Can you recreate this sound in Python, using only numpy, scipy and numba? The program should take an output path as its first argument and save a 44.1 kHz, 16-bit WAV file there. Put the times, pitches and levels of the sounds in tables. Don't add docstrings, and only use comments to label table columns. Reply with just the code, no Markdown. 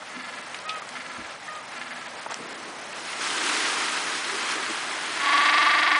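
import sys
import numpy as np
from scipy import signal
from scipy.io import wavfile
from scipy.ndimage import uniform_filter1d
from numba import njit

SR = 44100
rng = np.random.default_rng(int(sys.argv[2]) if len(sys.argv) > 2 else 0)


def unload_wav(signal):
    wavfile.write(
        sys.argv[1],
        SR,
        np.round(np.clip(np.atleast_2d(signal).T, -1, 1) * 32767).astype(np.int16),
    )


def natural_amplitude(level_db):
    exponent = np.asarray(level_db, float) / 20
    return 10 ** exponent


N = 264415
T = np.arange(N) / SR


def unit(x):
    return x / np.sqrt(np.mean(x ** 2) + 1e-30)


@njit
def svf(x, hz, width):
    y, b, l = np.empty(len(x)), 0., 0.
    g, k = np.tan(np.pi * hz / SR), width / hz
    for i in range(len(x)):
        v = (b + g * (x[i] - l)) / (1 + g * (g + k))
        b, l, y[i] = 2 * v - b, l + 2 * g * v, k * v
    return y


def ring_twice(x, hz, width):
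    return svf(svf(x, float(hz), float(width)), float(hz), float(width))


def walk(rate):
    hold = int(SR / rate)
    steps = np.repeat(rng.standard_normal(N // hold + 1), hold)
    return unit(uniform_filter1d(uniform_filter1d(steps, hold), hold)[:N])


def fade(t0, t1, edge):
    return np.clip(np.minimum(T - t0, t1 - T) / edge, 0, 1)


def water(colour, tilt_db, swell_db, flicker_db, per_s, grain_db, spread_db):
    hz, db = np.transpose(colour)
    out, swell, shared = 0, swell_db * walk(20), 0
    for f in 25 * 2 ** (np.arange(27) / 3):
        shared = 0.87 * shared + 0.25 * flicker_db * walk(18)
        drop_size = natural_amplitude(spread_db * np.minimum(rng.exponential(size=N), 3))
        drops = (rng.random(N) < per_s / SR) * drop_size * rng.choice([-1, 1], N)
        mix = rng.standard_normal(N) + natural_amplitude(grain_db) * min(f / 2000, 1) * unit(drops)
        wobble = swell * min(f / 1000, 1) + shared
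        wobble = wobble - uniform_filter1d(wobble, size=SR // 5)
        band = unit(ring_twice(mix, f, f / 3)) * np.sqrt(f)
        out = out + band * natural_amplitude(np.interp(np.log(f), np.log(hz), db) + tilt_db(f) + wobble)
    return out


# pitch in Hz, level in dB per Hz.
SHORE_COLOUR = [(15, -61), (25, -29.5), (250, -6.5), (363, -11.5), (646, -2.5), (1090, -3), (1240, -2.5),
                (1470, -4.5), (1990, -4), (2550, -9.5), (9860, -19.5), (12800, -7.5), (21700, -120)]
# time in seconds, level in dB.
SHORE_LEVEL = [(0, -40.5), (.5, -38), (1.5, -39.5), (2.3, -38), (6.0, -37)]


def shore():
    rush = water(SHORE_COLOUR, lambda f: 0, swell_db=1.1, flicker_db=1.1, per_s=250, grain_db=-7,
                 spread_db=2.5)
    return unit(rush) * natural_amplitude(np.interp(T, *np.transpose(SHORE_LEVEL)))


def knocks(rows):
    out, t = np.zeros(2 * N), T[:SR // 2]
    for start_s, db, hz, width_hz, t60_s, rise_s in rows:
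        shape = (1 - np.exp(-t / rise_s)) * np.exp(-np.log(1000) * t / t60_s)
        tap = np.arange(len(t)) == int(rise_s * SR)
        contact = shape * (rng.standard_normal(len(t)) + 4 * tap)
        burst = ring_twice(contact, hz, 1.9 * width_hz)
        first = int(start_s * SR)
        out[first:first + len(t)] += natural_amplitude(db) * burst / np.abs(burst).max()
    return out[:N]


# start in seconds, peak level in dB, centre pitch in Hz, width in Hz,
# time to die away by 60 dB in seconds.
CLICKS = [
    (.5442, -21.5, 2300, 1700, .02),
    (.589, -29, 4600, 1500, .012),
    (1.553, -31, 3200, 900, .015),
    (.6915, -22, 2580, 200, .09),
    (.692, -20, 3350, 750, .075),
    (.692, -29, 4600, 1500, .04),
    (2.2608, -21, 780, 300, .04),
    (2.3426, -14, 3300, 3500, .004),
    (2.3426, -25, 7000, 4000, .003),
]
BUMPS = [(.15, -37, 240, 60, .2), (.815, -33, 1180, 100, 0.089), (1.0, -28.5, 1900, 900, .09),
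         (1.52, -35.5, 750, 300, 0.027), (1.73, -31, 1500, 900, 0.073), (1.905, -31, 1800, 600, .09),
         (0.016, -30.5, 1180, 500, 0.06), (.89, -25, 5450, 4970, 0.0098), (1.17, -43, 70, 40, 0.18),
         (1.18, -35, 280, 150, 0.124), (1.476, -30.5, 1850, 120, 0.062), (2.298, -23, 925, 700, .1),
         (2.382, -33, 305, 150, 0.28), (2.318, -21.5, 1130, 920, 0.029), (2.925, -31, 2580, 400, 0.044),
         (3.41, -34, 330, 60, 0.16), (2.305, -29.5, 6000, 3000, .06), (4.32, -31.5, 387, 90, 0.2),
         (4.55, -30, 380, 90, .2), (4.692, -27.5, 313, 59.4, 0.076)]


def stones():
    clicks = [(*k, 1 / k[2]) for k in CLICKS]
    bumps = [(*k, 0.082 * k[4]) for k in BUMPS]
    return knocks(clicks + bumps)


@njit
def closures(hz, stretch, size):
    pulses, phase, p, k = np.zeros(len(hz) + 1), np.empty(len(hz)), 0., 0
    for i in range(len(hz)):
        step = hz[i] * stretch[k] / SR
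        p += step
        if p >= 1:
            p, k = p - 1, k + 1
            pulses[i] += size[k] * p / step
            pulses[i + 1] += size[k] * (1 - p / step)
        phase[i] = p
    return pulses[:-1], phase


def beats(start, beat, slowing):
    k = np.arange(25)
    return start + beat * k + slowing * k ** 2 + .001 * rng.standard_normal(len(k))


def bray(curve, flutter, cycle, throat, jitter, shimmer_db, air_db, knee_hz, order, tone_db, under_db,
         lead, chest_db):
    s, hz, db = np.transpose(curve)
    rest_hz = np.interp(T, s, hz)
    age = T - s[0]
    turn = np.interp(T, flutter, np.arange(len(flutter))) % 1
    share, *columns = np.transpose(cycle)
    ratio, effort_db, tone_ratio, swing_db = (np.interp(turn, share, c) for c in columns)
    chance = rng.standard_normal((N // 50, 2)).T
    pulses, phase = closures(rest_hz * ratio, 1 + jitter * chance[0], natural_amplitude(shimmer_db * chance[1]))
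    buzz = unit(pulses)
    air = unit(np.exp(-phase / 0.75) * rng.standard_normal(N))

    depth = np.clip(0.3985 + age / 0.35, 0, 1)
    tired_s = np.maximum(age - 0.58, 0)
    early_db = np.sqrt(depth) * np.interp((turn + lead) % 1, share, columns[1])
    mouth_hz, narrowest_hz, rasp_db = 2400, 115, 3
    voice = natural_amplitude(-13 + effort_db) * svf(buzz, 1900., 3500.)
    for f_hz, g_db in throat:
        mouth = knee_hz < f_hz < mouth_hz
        push_db = early_db if mouth else effort_db
        source = natural_amplitude(air_db + mouth * (rasp_db + push_db)) * air + buzz
        ring = svf(source, float(f_hz), float(np.clip(f_hz / 5.5, narrowest_hz, 350)))
        ring = svf(ring, float(f_hz), float(max(f_hz * min(f_hz / 2000, 1.5), narrowest_hz)))
        if 600 < f_hz < knee_hz:
            g_db = g_db + 0.97 * effort_db + (f_hz < 800) * 8 * np.exp(-np.abs(age) / .25)
        dull_db = (f_hz > mouth_hz) * -12.5 * tired_s
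        mottle_db = .9 * walk(60)
        bright_db = push_db * np.clip((f_hz - knee_hz) / 1100, 0, 1.2)
        voice = voice + natural_amplitude(g_db + dull_db + mottle_db + bright_db) * ring
    voice = signal.sosfiltfilt(signal.butter(4, 5200, fs=SR, output="sos"), -voice)

    angle = 2 * np.pi * np.cumsum(rest_hz * tone_ratio ** depth * (1 + 0.005 * walk(60))) / SR
    tone = np.sin(order * angle) + natural_amplitude(under_db) * np.sin((order - 1) * angle)
    swing_db = swing_db * depth - 19 * tired_s * (.3 + 1.7 * turn)
    tone = fade(s[0] + .06, 9, .03) * tone * natural_amplitude(tone_db + swing_db + 1.5 * walk(50))

    chest_hz = rest_hz * 1.035 * ratio ** .12 * .993
    chest = natural_amplitude(chest_db + 1.5 * walk(40)) * np.sin(2 * np.pi * np.cumsum(chest_hz) / SR)
    voice = unit(voice) + chest + tone
    return voice * natural_amplitude(np.interp(T, s, db)) * fade(s[0], s[-1] + 0.019, 0.011)


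def far_breath(s, length, db, hz):
    attack_s, release_s, edge_db, sag_hz = 0.0897, 0.093, -15.5, 4.94
    return [(s, hz, db + edge_db),
            (s + attack_s, hz, db),
            (s + length - release_s, hz - sag_hz, db - 4),
            (s + length, hz - sag_hz - 9.4, db + edge_db)]


# start in seconds, length in seconds, level in dB, resting pitch in Hz, # time between
# flutters in seconds.
FAR_BRAYS = [
    (0.071, 0.44, -35, 250.3, 0.043),
    (.871, 0.52, -36.5, 248.3, 0.0466),
    (1.681, .47, -35, 247.1, .047),
]
# pitch in Hz, level in dB.
FAR_THROAT = [(240, -6), (800, -23), (1330, 2), (1710, 5), (2090, 1.5), (2700, -5), (3400, -8),
              (4300, -6.5)]
# share of the cycle, pitch ratio, effort in dB,
# windpipe tone ratio, windpipe tone level in dB.
FAR_CYCLE = [(0, 1.39, 0, 1, -6), (.22, 1.33, -1, 1, -3), (.36, 1.02, -10, 1, 0), (.62, .99, -14, 1, 0),
             (.74, 1.4, -2, 1, -6), (1, 1.39, 0, 1, -6)]


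def far_brays():
    out = 0
    for s, length, db, hz, beat in FAR_BRAYS:
        out = out + bray(far_breath(s, length, db, hz), beats(s, beat, 0.0001964), FAR_CYCLE, FAR_THROAT,
                         jitter=.018, shimmer_db=2.0, air_db=-14, knee_hz=250, order=1, tone_db=-13,
                         under_db=-60, lead=0, chest_db=-60)
    return out


def gasp_breath(s, length, db, hz, arch_hz):
    attack_s, release_s, edge_db, sag_hz = 0.014, 0.016, -22, 15
    return [(s, hz, db + edge_db),
            (s + attack_s, hz, db),
            (s + 0.58 * length, hz + arch_hz, db),
            (s + length - release_s, hz - sag_hz, db),
            (s + length, hz - sag_hz, db + edge_db)]


def gasp(curve, partials):
    s, hz, db = np.transpose(curve)
    phase = np.pi * np.cumsum(np.interp(T, s, hz) * (1 + 0.0026 * walk(87))) / SR
    tone = 0
    for k, g_db in partials:
        level = natural_amplitude(g_db + .3 * abs(k - 2) * walk(30))
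        late_s = .014 * max(k - 3, 0)
        tone = tone + level * np.sin(k * phase + k * k) * fade(s[0] + late_s, 9, .02)
    tone = np.sqrt(2) * tone * natural_amplitude(np.interp(T, s, db)) * fade(s[0], s[-1], 0.013)
    return tone + natural_amplitude(-21) * np.roll(tone, int(.045 * SR))


# start in seconds, length in seconds, level in dB,
# pitch of the second partial in Hz, rise of the arch in Hz.
GASPS = [
    (0.638, 0.163, -37, 1246, 36.4),
    (1.466, 0.143, -38, 1233, 6.9),
]
# multiple of the base pitch, level in dB.
GASP_PARTIALS = [
    [(1, -15), (2, 0), (3, -11), (4, -10), (5, -15)],
    [(1, -17), (2, 1), (3, -16), (4, -19), (5, -18)],
]


def gasps():
    return sum(gasp(gasp_breath(*row), partials) for row, partials in zip(GASPS, GASP_PARTIALS))


# time in seconds, level in dB.
SPRAY = [(2.4, -56), (2.8, -59), (2.95, -51.5), (3.05, -46), (3.15, -43), (3.23, -38.5), (3.38, -37),
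         (3.5, -35), (3.66, -35.5), (3.8, -36.5), (4.2, -40.5), (4.5, -39), (4.8, -42.5), (5.4, -41.5),
         (6.0, -47)]
# pitch in Hz, level in dB per Hz.
WAVE_COLOUR = [(35, -60), (60, -49.5), (78, -39.5), (216, -17.5), (317, -3), (401, -5), (497, -16.5),
               (829, -9), (1240, -3), (1540, -4), (3110, -8.5), (9860, -20), (12800, 5), (21700, -120)]


def wave():
    break_s = 2.885
    spray_db = np.interp(T, *np.transpose(SPRAY))
    body_db = -3 + 1.5 * (T - break_s)
    gurgle_db = -5 + 15.5 * np.clip((break_s - T) / 0.13, 0, 1)

    def tilt(f):
        low, high = np.clip(np.log2([700 / f, f / 2500]), 0, 1)
        return low * gurgle_db + (1 - low - high) * body_db

    rush = water(WAVE_COLOUR, tilt, swell_db=.8, flicker_db=1.2, per_s=400, grain_db=-4, spread_db=2.8)
    return rush * natural_amplitude(spray_db - 25.5) * fade(SPRAY[0][0], 7, 0.092)


# start in seconds, peak level in dB, centre pitch in Hz.
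SLAPS = [(3.1276, -19, 2050), (3.21, -20, 1500), (3.262, -18.5, 1400), (3.374, -14.5, 1700),
         (3.878, -16.5, 1800), (4.067, -19.5, 1500), (4.24, -18, 2500), (4.41, -21, 1800),
         (4.625, -18.5, 1700), (4.82, -22, 1700), (3.46, -18.5, 3000), (3.6, -16, 2620),
         (3.3003, -17.5, 3190), (3.4094, -18, 1280), (3.4906, -12, 1480), (3.5602, -17, 1680),
         (3.6496, -13.5, 1950), (3.807, -16.5, 1340), (3.9697, -14.5, 1560), (4.295, -14, 1850),
         (4.3474, -23, 1460), (4.5192, -19, 1990), (4.5796, -17, 1460), (4.6594, -19, 2510),
         (4.8663, -26.5, 2040), (5.0442, -22, 1460)]


def slaps():
    t60_s = .05
    return knocks([(s, db - 4.5, hz, 0.51 * hz, t60_s, 0.082 * t60_s) for s, db, hz in SLAPS])


def near_breath(start_s):
    age = T[:SR:441]
    db = -19 - 21.5 * np.exp(-age / 0.083)
    db = db - 1.5 * np.exp(-((start_s + age - 6.08) / 0.26) ** 2)
    hz = 297.1 - 19 * np.exp(-(age / .33) ** 2) - 8 * age * age
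    return np.transpose([start_s + age, hz, db])


# pitch in Hz, level in dB.
NEAR_THROAT = [(355, -18), (775, -15.5), (890, -8.5), (1040, 0), (1450, -2.5), (1740, 0.5), (1900, -5.5),
               (2060, -1), (2650, -5), (3180, -6), (3750, -11), (4500, -10)]
# share of the cycle, pitch ratio, effort in dB,
# windpipe tone ratio, windpipe tone level in dB.
NEAR_CYCLE = [(0, 1.28, 4, .885, -9), (.08, 1.25, 3.5, .925, -2), (.17, 1.1, 2.5, .985, 0),
              (.3, 1.005, 1, 1.0, 0), (.56, .995, -2.5, 1.004, -.5), (.7, 1.04, -4, 1.008, -2),
              (.82, 1.13, -4.5, 1.03, -5), (.93, 1.25, 0, 1.09, -10), (1, 1.28, 4, 1.13, -13)]


def near_bray():
    start_s = 5.13
    return bray(near_breath(start_s), beats(start_s + .002, .0398, .00008), NEAR_CYCLE, NEAR_THROAT,
                jitter=.015, shimmer_db=1.8, air_db=-18, knee_hz=1150, order=4, tone_db=-.7,
                under_db=-17, lead=.24, chest_db=-21)


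def snow_bank(birds):
    t = T[:SR // 5]
    decay = np.exp(-np.log(1000) * t / .25) * (t > .004)
    bank = unit(rng.standard_normal(len(t)) * decay) / np.sqrt(len(t))
    return natural_amplitude(-16) * signal.fftconvolve(birds, bank)[:N]


def scene():
    birds = far_brays() + gasps() + near_bray()
    birds = birds + snow_bank(birds)
    return (shore() + stones() + birds + wave() + slaps())[None]


def patchy_treble(x):
    hz, _, z = signal.stft(x, SR, nperseg=256)
    band = (np.log2(hz + 1) // .16).astype(int)
    moment = np.arange(z.shape[-1]) // 3
    luck = rng.random((100, moment[-1] + 1)) * rng.random(moment[-1] + 1) ** .5
    treble = uniform_filter1d(np.abs(z[0, hz > 6000]).mean(0), size=40)
    luck = luck * (.6 + treble / np.median(treble))[::3]
    lost = luck[band][:, moment] < .16 * np.clip(hz / 3500 - 1, 0, 1)[:, None]
    return signal.istft(np.where(lost, .05 * z, z), SR, nperseg=256)[1][..., :N]


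def roll_off(x):
    return signal.sosfilt(signal.butter(12, 10010, fs=SR, output="sos"), x)


def record(dry):
    thin = signal.sosfilt(signal.butter(1, 75, "high", fs=SR, output="sos"), dry)
    top_cut = signal.ellip(12, .2, 105, 10080, fs=SR, output="sos")
    mix = signal.sosfilt(top_cut, patchy_treble(thin))
    return roll_off(mix)


dry = scene()
out = record(dry)
unload_wav(out)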